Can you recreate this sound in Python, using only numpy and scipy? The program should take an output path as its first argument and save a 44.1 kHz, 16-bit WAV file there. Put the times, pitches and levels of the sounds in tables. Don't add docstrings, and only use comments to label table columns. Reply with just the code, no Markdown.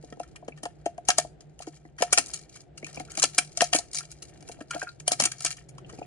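import sys
import numpy as np
from scipy import signal
from scipy.fft import rfft, irfft
from scipy.io import wavfile
from scipy.ndimage import uniform_filter1d

SR = 44100
rng = np.random.default_rng(int(sys.argv[2]) if len(sys.argv) > 2 else 0)


def voltage_ratio(level):
    return 10 ** (np.asarray(level, float) / 20)


def digitize_waveform(pressure):
    field = np.atleast_2d(pressure).T
    bounded = np.clip(field, -1, 1)
    quanta = np.round(bounded * 32767).astype(np.int16)
    wavfile.write(sys.argv[1], SR, quanta)


N = 267246

LEFT_DB, LEFT_LEAD_MS = -1.5, 0.14


def curve(rows):
    s, *columns = np.transpose(rows)
    return [np.interp(np.arange(N) / SR, s, c) for c in columns]


def through(x, response):
    x, response = np.atleast_2d(x), np.atleast_2d(response)
    return signal.fftconvolve(x, response, axes=1)[:, :N]


def colour(x, points):
    hz, db = np.transpose(points)
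    size = 4096
    bin_hz = np.arange(size // 2 + 1) * SR / size
    log_gain = np.interp(np.log(bin_hz + 1), np.log(hz), db) * np.log(10) / 20
    cepstrum = irfft(log_gain)
    cepstrum[1:size // 2] *= 2
    cepstrum[size // 2 + 1:] = 0
    return through(x, irfft(np.exp(rfft(cepstrum))))


def unit(x):
    return x / np.sqrt(np.mean(x ** 2))


def unit_energy(x):
    return x / np.sqrt(np.sum(x ** 2, axis=1, keepdims=True))


def decay(t, t60):
    return np.exp(-np.log(1000) * t / t60)


def walk(rate):
    k = int(SR / rate)
    steps = np.repeat(rng.standard_normal(N // k + 1), k)
    slewed = uniform_filter1d(uniform_filter1d(steps, k), k)
    return unit(slewed[:N])


def modes(rows, phase_spread=0.3):
    t = np.arange(0, max(row[-1] for row in rows), 1 / SR)
    out = 0
    for hz, db, t60 in rows:
        phase = phase_spread * rng.standard_normal((2, 1))
        out = out + voltage_ratio(db) * np.sin(2 * np.pi * hz * t + phase) * decay(t, t60)
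    onset = np.minimum(t / 0.00081, 1)
    return unit_energy(out * onset)


def held(rows, detune, spread_db):
    draws = rng.standard_normal((len(rows), 3))
    return [(hz * (1 + detune * p), db + spread_db * g, t60 * voltage_ratio(d))
            for (hz, db, t60), (p, g, d) in zip(rows, draws)]


def swell(ms):
    x = np.arange(SR // 16) / SR / (max(ms, 0.3) / 1000)
    return (x * np.exp(1 - x)) ** 1.23


def splinters(shape, spread_db):
    return unit(rng.standard_normal(shape) * voltage_ratio(spread_db * rng.exponential(size=shape)))


def stick_slip(rate, spread_db, ms, drag):
    released = rng.random(N) < rate / SR
    slips = released * voltage_ratio(spread_db * np.minimum(rng.exponential(size=N), 3.0))
    force = unit(through(slips, swell(ms))[0] + drag)
    return splinters(N, spread_db=2.0) * force


def blow(ms, rows, phase_spread):
    push = rng.standard_normal(SR // 16) * swell(ms)
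    return unit_energy(through(push, modes(rows, phase_spread)))


def add(line, burst, s, pan_db, lead_ms):
    burst = np.broadcast_to(burst, (2, burst.shape[-1]))
    for port, side in enumerate((1, -1)):
        at = max(int(s * SR - side * lead_ms * SR / 2000), 0)
        line[port, at:at + burst.shape[1]] += (burst[port] * voltage_ratio(side * pan_db / 2))[:N - at]


# f/Hz, relative level/dB
ROOM_NOISE = [(15, -29.5), (25, -11.5), (97, -2.5), (146, 0.5), (242, -11), (331, -3.5), (562, -12.5),
              (716, -9), (1050, -32), (1500, -26), (3700, -36.5), (6600, -49.5), (8000, -45.5),
              (17600, -120)]
# f/Hz, rate of wavering/Hz, level/dB
HUM_TONES = [(59.7, 30, -65), (149.9, 24, -58)]
# t/s, level/dB
MOTOR_LEVEL = [(0, -104), (4.7, -100), (5.0, -58), (6.06, -58.5)]


def workshop():
    mid, side = rng.standard_normal((2, N))
    ports = np.array([[1], [-1]])
    swells_db = 1.9 * walk(4.3)
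    out = voltage_ratio(-56.5 + swells_db) * unit(colour(mid + 0.72 * side * ports, ROOM_NOISE))
    t = np.arange(N) / SR
    for hz, width, db in HUM_TONES:
        common = walk(width) * np.sin(2 * np.pi * hz * t)
        opposed = 0.3 * ports * walk(width) * np.cos(2 * np.pi * hz * t)
        out = out + voltage_ratio(db) * np.sqrt(2) * (common + opposed)
    motor_db = curve(MOTOR_LEVEL)[0] + 2.0 * walk(13)
    return out + voltage_ratio(motor_db) * np.sqrt(2) * np.sin(2 * np.pi * 128 * t)


def echo(t60, db):
    t = np.arange(SR // 2) / SR
    tail = rng.standard_normal((2, len(t))) * decay(t, t60) * np.minimum(t / 0.0029, 1)
    return voltage_ratio(db) * unit_energy(tail)


def space():
    reflections = echo(t60=0.06, db=-9) + echo(t60=0.21, db=-17)
    response = signal.lfilter(*signal.butter(1, 1000, "high", fs=SR), reflections)
    response[:, 0] += 1
    return response


# t/s, level/dB, f/Hz
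TAP_NOTES = [(.126, -52, 2200), (0.356, -47, 1360), (0.522, -41, 2320), (1.852, -49.5, 1800),
             (2.828, -37.5, 2230), (2.845, -29.5, 2440), (2.854, -44, 2390), (2.866, -39, 2590),
             (2.973, -32.5, 2385), (2.999, -35, 2130), (4.89, -34.5, 4040), (5.783, -37.5, 1127),
             (5.847, -42.5, 2810), (5.897, -39.5, 1125), (5.933, -47, 1980), (5.951, -54.5, 1460),
             (5.984, -47.5, 2300), (6.017, -47, 1300), (6.027, -44, 2520)]


def taps():
    contact_ms, t60 = 0.91, 0.021
    out = np.zeros((2, N))
    for s, db, hz in TAP_NOTES:
        note = blow(contact_ms, [(hz, 0, t60), (1.1 * hz, -4, t60)], 0.53)
        note = note * voltage_ratio(db) / np.abs(note).max()
        add(out, note, s - contact_ms / 1000, LEFT_DB, LEFT_LEAD_MS)
    return out


# start t/s, length/s, level/dB
CREAK_TIMES = [(3.082, 0.082, -52.5), (4.005, 0.015, -40), (4.704, 0.0364, -34), (4.745, .07, -46),
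               (4.815, 0.018, -28), (4.865, 0.041, -39)]
# f/Hz, relative level/dB, t60/s
SUPPORT_MODES = [(1402, 2.5, 0.058), (1570, -5.5, 0.054), (2497, -10, 0.035)]


def creaks():
    force, t = np.zeros((2, N)), np.arange(N) / SR
    for s, length, db in CREAK_TIMES:
        fade = np.clip(np.minimum((t - s) / 0.0027, (s + length - t) / length), 0, 1)
        jerks = stick_slip(260, spread_db=4.0, ms=1.2, drag=0.6)
        add(force, voltage_ratio(db) * fade * jerks, 0, LEFT_DB, LEFT_LEAD_MS)
    return through(force, modes(SUPPORT_MODES))


# t/s near the peak, relative level/dB, thud of the hand over it/dB
JOLTS = [(0.041, -45, 8), (.128, -40.5, 6.5), (.176, -49, 9), (0.205, -25.5, -13), (.4298, -39.5, -19),
         (0.4861, -35.5, 5), (0.6371, -35.5, 2.5), (0.6604, -25.5, -43), (0.8655, -17.5, -7.5),
         (0.9856, -29.5, -17), (1.0922, -14.5, -39), (1.1884, -16, -36), (1.2524, -33, -9),
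         (1.6072, -36, -14), (1.6785, -38.5, 10.5), (1.855, -48, 4.5), (2.009, -31.5, -3),
         (2.0269, -13, -28.5), (2.1319, -21.5, -12), (2.18, -21.5, -32), (2.1903, -23, -4.5),
         (2.833, -42.5, 9.5), (2.9774, -39, 9), (3.0056, -30, -5.5), (3.1814, -32, -2), (3.2409, -21, -7.5),
         (3.3866, -22.5, -12), (3.578, -31, -35), (3.611, -29, -13), (3.6229, -11.5, -34.5),
         (3.7334, -20.5, -31.5), (3.7522, -19, -3), (3.7924, -28.5, -24), (4.429, -49, 6), (4.4988, -36, 0),
         (4.592, -42.5, -17), (4.613, -38.5, 5.5), (4.7535, -32, 1), (4.765, -25.5, -11),
         (4.8318, -29, -8.5), (5.0824, -22.5, -44), (5.1213, -22, -7), (5.205, -24, -35), (5.226, -35, 6),
         (5.2607, -34.5, 1.5), (5.4509, -35.5, -3.5), (5.938, -48.5, 12), (5.9909, -40.5, 6),
         (6.0198, -32.5, -0.5)]
# f/Hz, relative level/dB, t60/s
AIR_COLUMN = [(505, -12, .035), (640, 1, 0.07), (680, 2, 0.05), (712, 11, 0.082), (775, -3, 0.03)]
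# f/Hz, relative level/dB, t60/s
BENCH_AND_HAND = [(257, -1, 0.11), (317.8, 11.5, 0.056), (447.5, 10, 0.027)]


def tube(rub):
    contact_ms, lead_ms, air_pan_db = 2.13, 0.15, 4.0
    ring = np.zeros((2, N))
    for s, db, thud_db in JOLTS:
        start = s - 2.726 * contact_ms / 1000
        parts = ((AIR_COLUMN, db + 20.5, air_pan_db, 0.3),
                 (BENCH_AND_HAND, db + thud_db + 18.5, 0.3, 0.9))
        for rows, part_db, pan_db, phase_spread in parts:
            gripped = held(rows, detune=0.012, spread_db=1.5)
            add(ring, blow(contact_ms, gripped, phase_spread) * voltage_ratio(part_db), start, pan_db, lead_ms)
    drag = np.zeros((2, N))
    add(drag, rub * voltage_ratio(-20), 0, air_pan_db, lead_ms)
    ring = ring + through(drag, modes(AIR_COLUMN))
    return signal.sosfilt(signal.butter(2, (130, 1100), "band", fs=SR, output="sos"), ring)


def fin_ring(rows):
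    rings = voltage_ratio(-18.0) * modes(rows)
    rings[:, 0] += 1
    return rings


# t/s at the peak of the force, relative crack level/dB, wall ring over crack/dB,
# tearing time/ms
BREAKS = [(0.126, -47.5, 11, 1.8), (0.198, -40.5, 2, 1.7), (0.234, -47, 7, 3.2), (0.3609, -41, 6.5, 2.7),
          (0.482, -44.5, 10.5, 2.9), (0.576, -53, 13, 2.1), (0.6338, -32, -4, 2.7), (0.6549, -34.5, 9, 3.1),
          (0.8603, -34.5, 5.5, 2.95), (0.98, -47.5, 8, 1.7), (1.053, -46.5, -19, 2.9),
          (1.087, -10.5, -3, 1.9), (1.1035, -10.5, -1, 1.2), (1.1835, -7, -8, 1.33), (1.408, -45, -6, 2.2),
          (1.5918, -38, -1.5, 0.63), (1.6227, -41, -1, 4.8), (1.671, -49, 12, 2.8),
          (1.9864, -43.5, 14.5, 4.6), (2.001, -42, -1, 4.6), (2.0231, -14.5, 0, 1.94),
          (2.129, -8.5, -3, 3.5), (2.177, -11.5, -1, 2.5), (2.184, -8.5, -12, 2.3), (2.261, -31, -28, 1.3),
          (2.2842, -36, -33, 3.2), (2.3365, -26, -12, 2.1), (2.3419, -22.5, -35, 1.45),
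          (2.27, -33, -30, 0.74), (2.3593, -34.5, -18, 3.1), (2.391, -44.5, -21, 3.1),
          (2.427, -51, -15, 2.1), (2.561, -43, 2, 2.35), (2.777, -38.5, -4, 3.1), (2.8449, -35, -15, 1.66),
          (2.867, -37, 3, 1.8), (2.959, -36, -15, 1.15), (2.9988, -32, 3, 0.84), (3.118, -35.5, -7, 1.9),
          (2.946, -39.5, -13, 1.6), (3.153, -33.5, -6, 2), (3.1743, -20, -12, 1.76), (3.186, -31, -10, 4),
          (3.198, -18.5, -5, 1.5), (3.2232, -23, 0, 3.7), (3.229, -9.5, -14, 1.6), (3.2392, -10, -7, 2.5),
          (3.348, -33, -26, 2.9), (3.3833, -9, -2.5, 3.3), (3.5739, -18.5, -13, 1.7),
          (3.6075, -13.5, 3.5, 1.16), (3.618, -12, 0.5, 2.1), (3.642, -24, -19, 3.1),
          (3.7313, -12.5, 0, 2.3), (3.751, -17.5, -10, 8.7), (3.7872, -19.5, -26, 2.64),
          (3.914, -39, -25, 1.2), (3.933, -28.5, -39, 2.1), (3.9462, -21.5, -41, 1.5),
          (3.955, -25, -23, 2.5), (3.966, -27.5, -28, 2.6), (3.986, -25, -22, 4.1), (4.006, -33, -12, 1.5),
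          (4.046, -52, -2, 2.5), (4.1159, -35, -5.5, 1.3), (4.2244, -34, -14, 3.3),
          (4.294, -49.5, -14, 3.8), (4.408, -48, -9, 1.8), (4.426, -49.5, -3, 2.5), (4.489, -36.5, -4, 1.5),
          (4.523, -40, -14, 3.2), (4.608, -49.5, 15.5, 4.2), (4.7096, -28, -1, 2.4), (4.818, -41, -10, 1.8),
          (4.83, -35, -7, 2.06), (5.0005, -37, -7, 2.8), (5.0792, -10, -7.5, 1.55), (5.111, -36, 9, 1.2),
          (5.119, -13.5, -17, 2.5), (5.129, -28, 3.5, 3.3), (5.2002, -11, -6, 1.88),
          (5.2097, -16.5, -10, 2.17), (5.2222, -14.5, -5, 1.07), (5.2384, -13.5, -12, 1.5),
          (5.2551, -14, -7, 3.14), (5.3181, -28, -4, 3.3), (5.384, -41, -20, 1.8), (5.407, -30, -12, 2.2),
          (5.423, -31.5, -23, 2.5), (5.4492, -13.5, -14.5, 1.7), (5.4625, -20.5, -5.5, 3.8),
          (5.48, -28.5, -20, 2.8), (5.506, -23.5, -12, 0.57), (5.521, -34, -15, 2.7), (5.57, -42, -6, 3.5),
          (5.691, -46.5, -10.5, 5.1), (5.7826, -45.5, 5.5, 2.45), (5.898, -49, 5, 6.5)]
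# t/s, relative level/dB
RUB_LEVEL = [(0, -60.5), (1.04, -77), (1.57, -77), (1.62, -57), (1.85, -68.5), (1.96, -86), (2.0, -49.5),
             (2.35, -52.5), (2.47, -64), (2.56, -41.5), (2.72, -100.5), (2.85, -49), (3.1, -50.5),
             (3.89, -61.5), (3.97, -43), (4.07, -58), (4.33, -65), (4.4, -52.5), (4.53, -53), (4.68, -70.5),
             (4.74, -37.5), (4.89, -46.5), (4.94, -65), (5.05, -87), (5.37, -52), (5.58, -56),
             (5.72, -71.5), (5.85, -68.5), (6.0, -51.5)]
# f/Hz, relative gain/dB
CRACK_SPECTRUM = [(1940, -39.5), (3300, -23), (3590, -17), (4060, -4.5), (6730, 1), (7570, -4.5),
                  (9250, -3.5), (9890, -5), (12500, -27.5), (16200, -63), (22000, -120)]
# f/Hz, bandwidth/Hz, relative level/dB
FIN_BANDS = [(4840, 2700, 4.5), (9200, 280, -3), (9650, 140, 1.5)]
# f/Hz, relative level/dB, t60/s
LOW_WALL_MODES = [(1351, 0.5, 0.031), (1482, 0.5, 0.02), (1612, 0.5, 0.024), (1800, 0.5, 0.032),
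                  (2040, -5.5, 0.015)]
HIGH_WALL_MODES = [(2340, 4.5, 0.011), (2805, 3, 0.012), (3080, -1, 0.012)]


def pliers():
    low_db = -10.5
    after_db, after_t60 = -18, 0.13
    hiss_db, hiss_t60 = -18, 0.035
    fins, walls = np.zeros((2, 2, N))
    bursts = splinters((len(BREAKS), SR // 16), spread_db=3.5)
    places = rng.standard_normal((len(BREAKS), 2))
    fin_modes = [(hz, db, np.log(1000) / (np.pi * width)) for hz, width, db in FIN_BANDS]
    t = np.arange(N) / SR
    hiss_level = 0
    pressure = voltage_ratio(curve(RUB_LEVEL)[0] + 3.3 * walk(24.705))
    for (s, db, wall_db, ms), burst, (shift, thin) in zip(BREAKS, bursts, places):
        shape = swell(ms)
        burst = burst * shape
        burst = burst * voltage_ratio(db) * np.sqrt(np.sum(shape ** 2) / np.sum(burst ** 2))
        tilt = np.tanh(0.5 * thin)
        crack = (burst - tilt * np.roll(burst, 1)) / np.sqrt(1 + tilt ** 2 - tilt)
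        low, high, fin = (held(rows, detune=0.02, spread_db=2.5)
                          for rows in (LOW_WALL_MODES, HIGH_WALL_MODES, fin_modes))
        low_ring = voltage_ratio(wall_db + low_db) * through(burst, modes(low))[:, :len(burst)]
        high_ring = voltage_ratio(0.54 * wall_db - 9) * through(burst, modes(high))[:, :len(burst)]
        lead_ms = LEFT_LEAD_MS + 0.08 * shift
        add(fins, through(crack, fin_ring(fin)), s - ms / 1000, LEFT_DB, lead_ms)
        add(walls, low_ring + high_ring, s - ms / 1000, LEFT_DB, lead_ms)
        pressure = pressure + (t > s) * voltage_ratio(db + after_db - 60 * abs(t - s) / after_t60)
        hiss_level = hiss_level + (t <= s) * voltage_ratio(db + hiss_db - 60 * abs(s - t) / hiss_t60)
    tips, rub = (stick_slip(110, spread_db=6.0, ms=1.7, drag=0.56) * pressure
                 + hiss_level * splinters(N, spread_db=2.0) for _ in range(2))
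    add(fins, through(tips, fin_ring(fin_modes[:1])), 0, LEFT_DB, LEFT_LEAD_MS)
    low_drag = voltage_ratio(low_db) * through(rub, modes(LOW_WALL_MODES))
    high_drag = voltage_ratio(-10.5) * through(tips + rub, modes(HIGH_WALL_MODES))
    add(walls, (low_drag + high_drag) * voltage_ratio(-6), 0, LEFT_DB, LEFT_LEAD_MS)
    return voltage_ratio(3.0) * colour(fins, CRACK_SPECTRUM) + walls, rub


def scene():
    cracks, rub = pliers()
    near = cracks + tube(rub) + creaks() + taps()
    return through(near, space()) + workshop()


def low_pass(x):
    return signal.sosfilt(signal.butter(12, 13030, fs=SR, output="sos"), x)


# f/Hz, gain/dB
PORT_COLOUR = [(60, 0), (300, -0.5), (2000, 3), (5000, 5.5), (8000, 7), (10000, -3), (13000, -2)]


def record(dry):
    ports = []
    for port, side in zip(dry, (1, -1)):
        ports.append(colour(port, [(hz, side * db / 2) for hz, db in PORT_COLOUR]))
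    top_cut = signal.cheby1(5, 0.3, 10130, fs=SR, output="sos")
    mix = np.tanh(1.2 * signal.sosfilt(top_cut, np.vstack(ports)))
    return low_pass(mix)


dry = scene()
out = record(dry)
digitize_waveform(out)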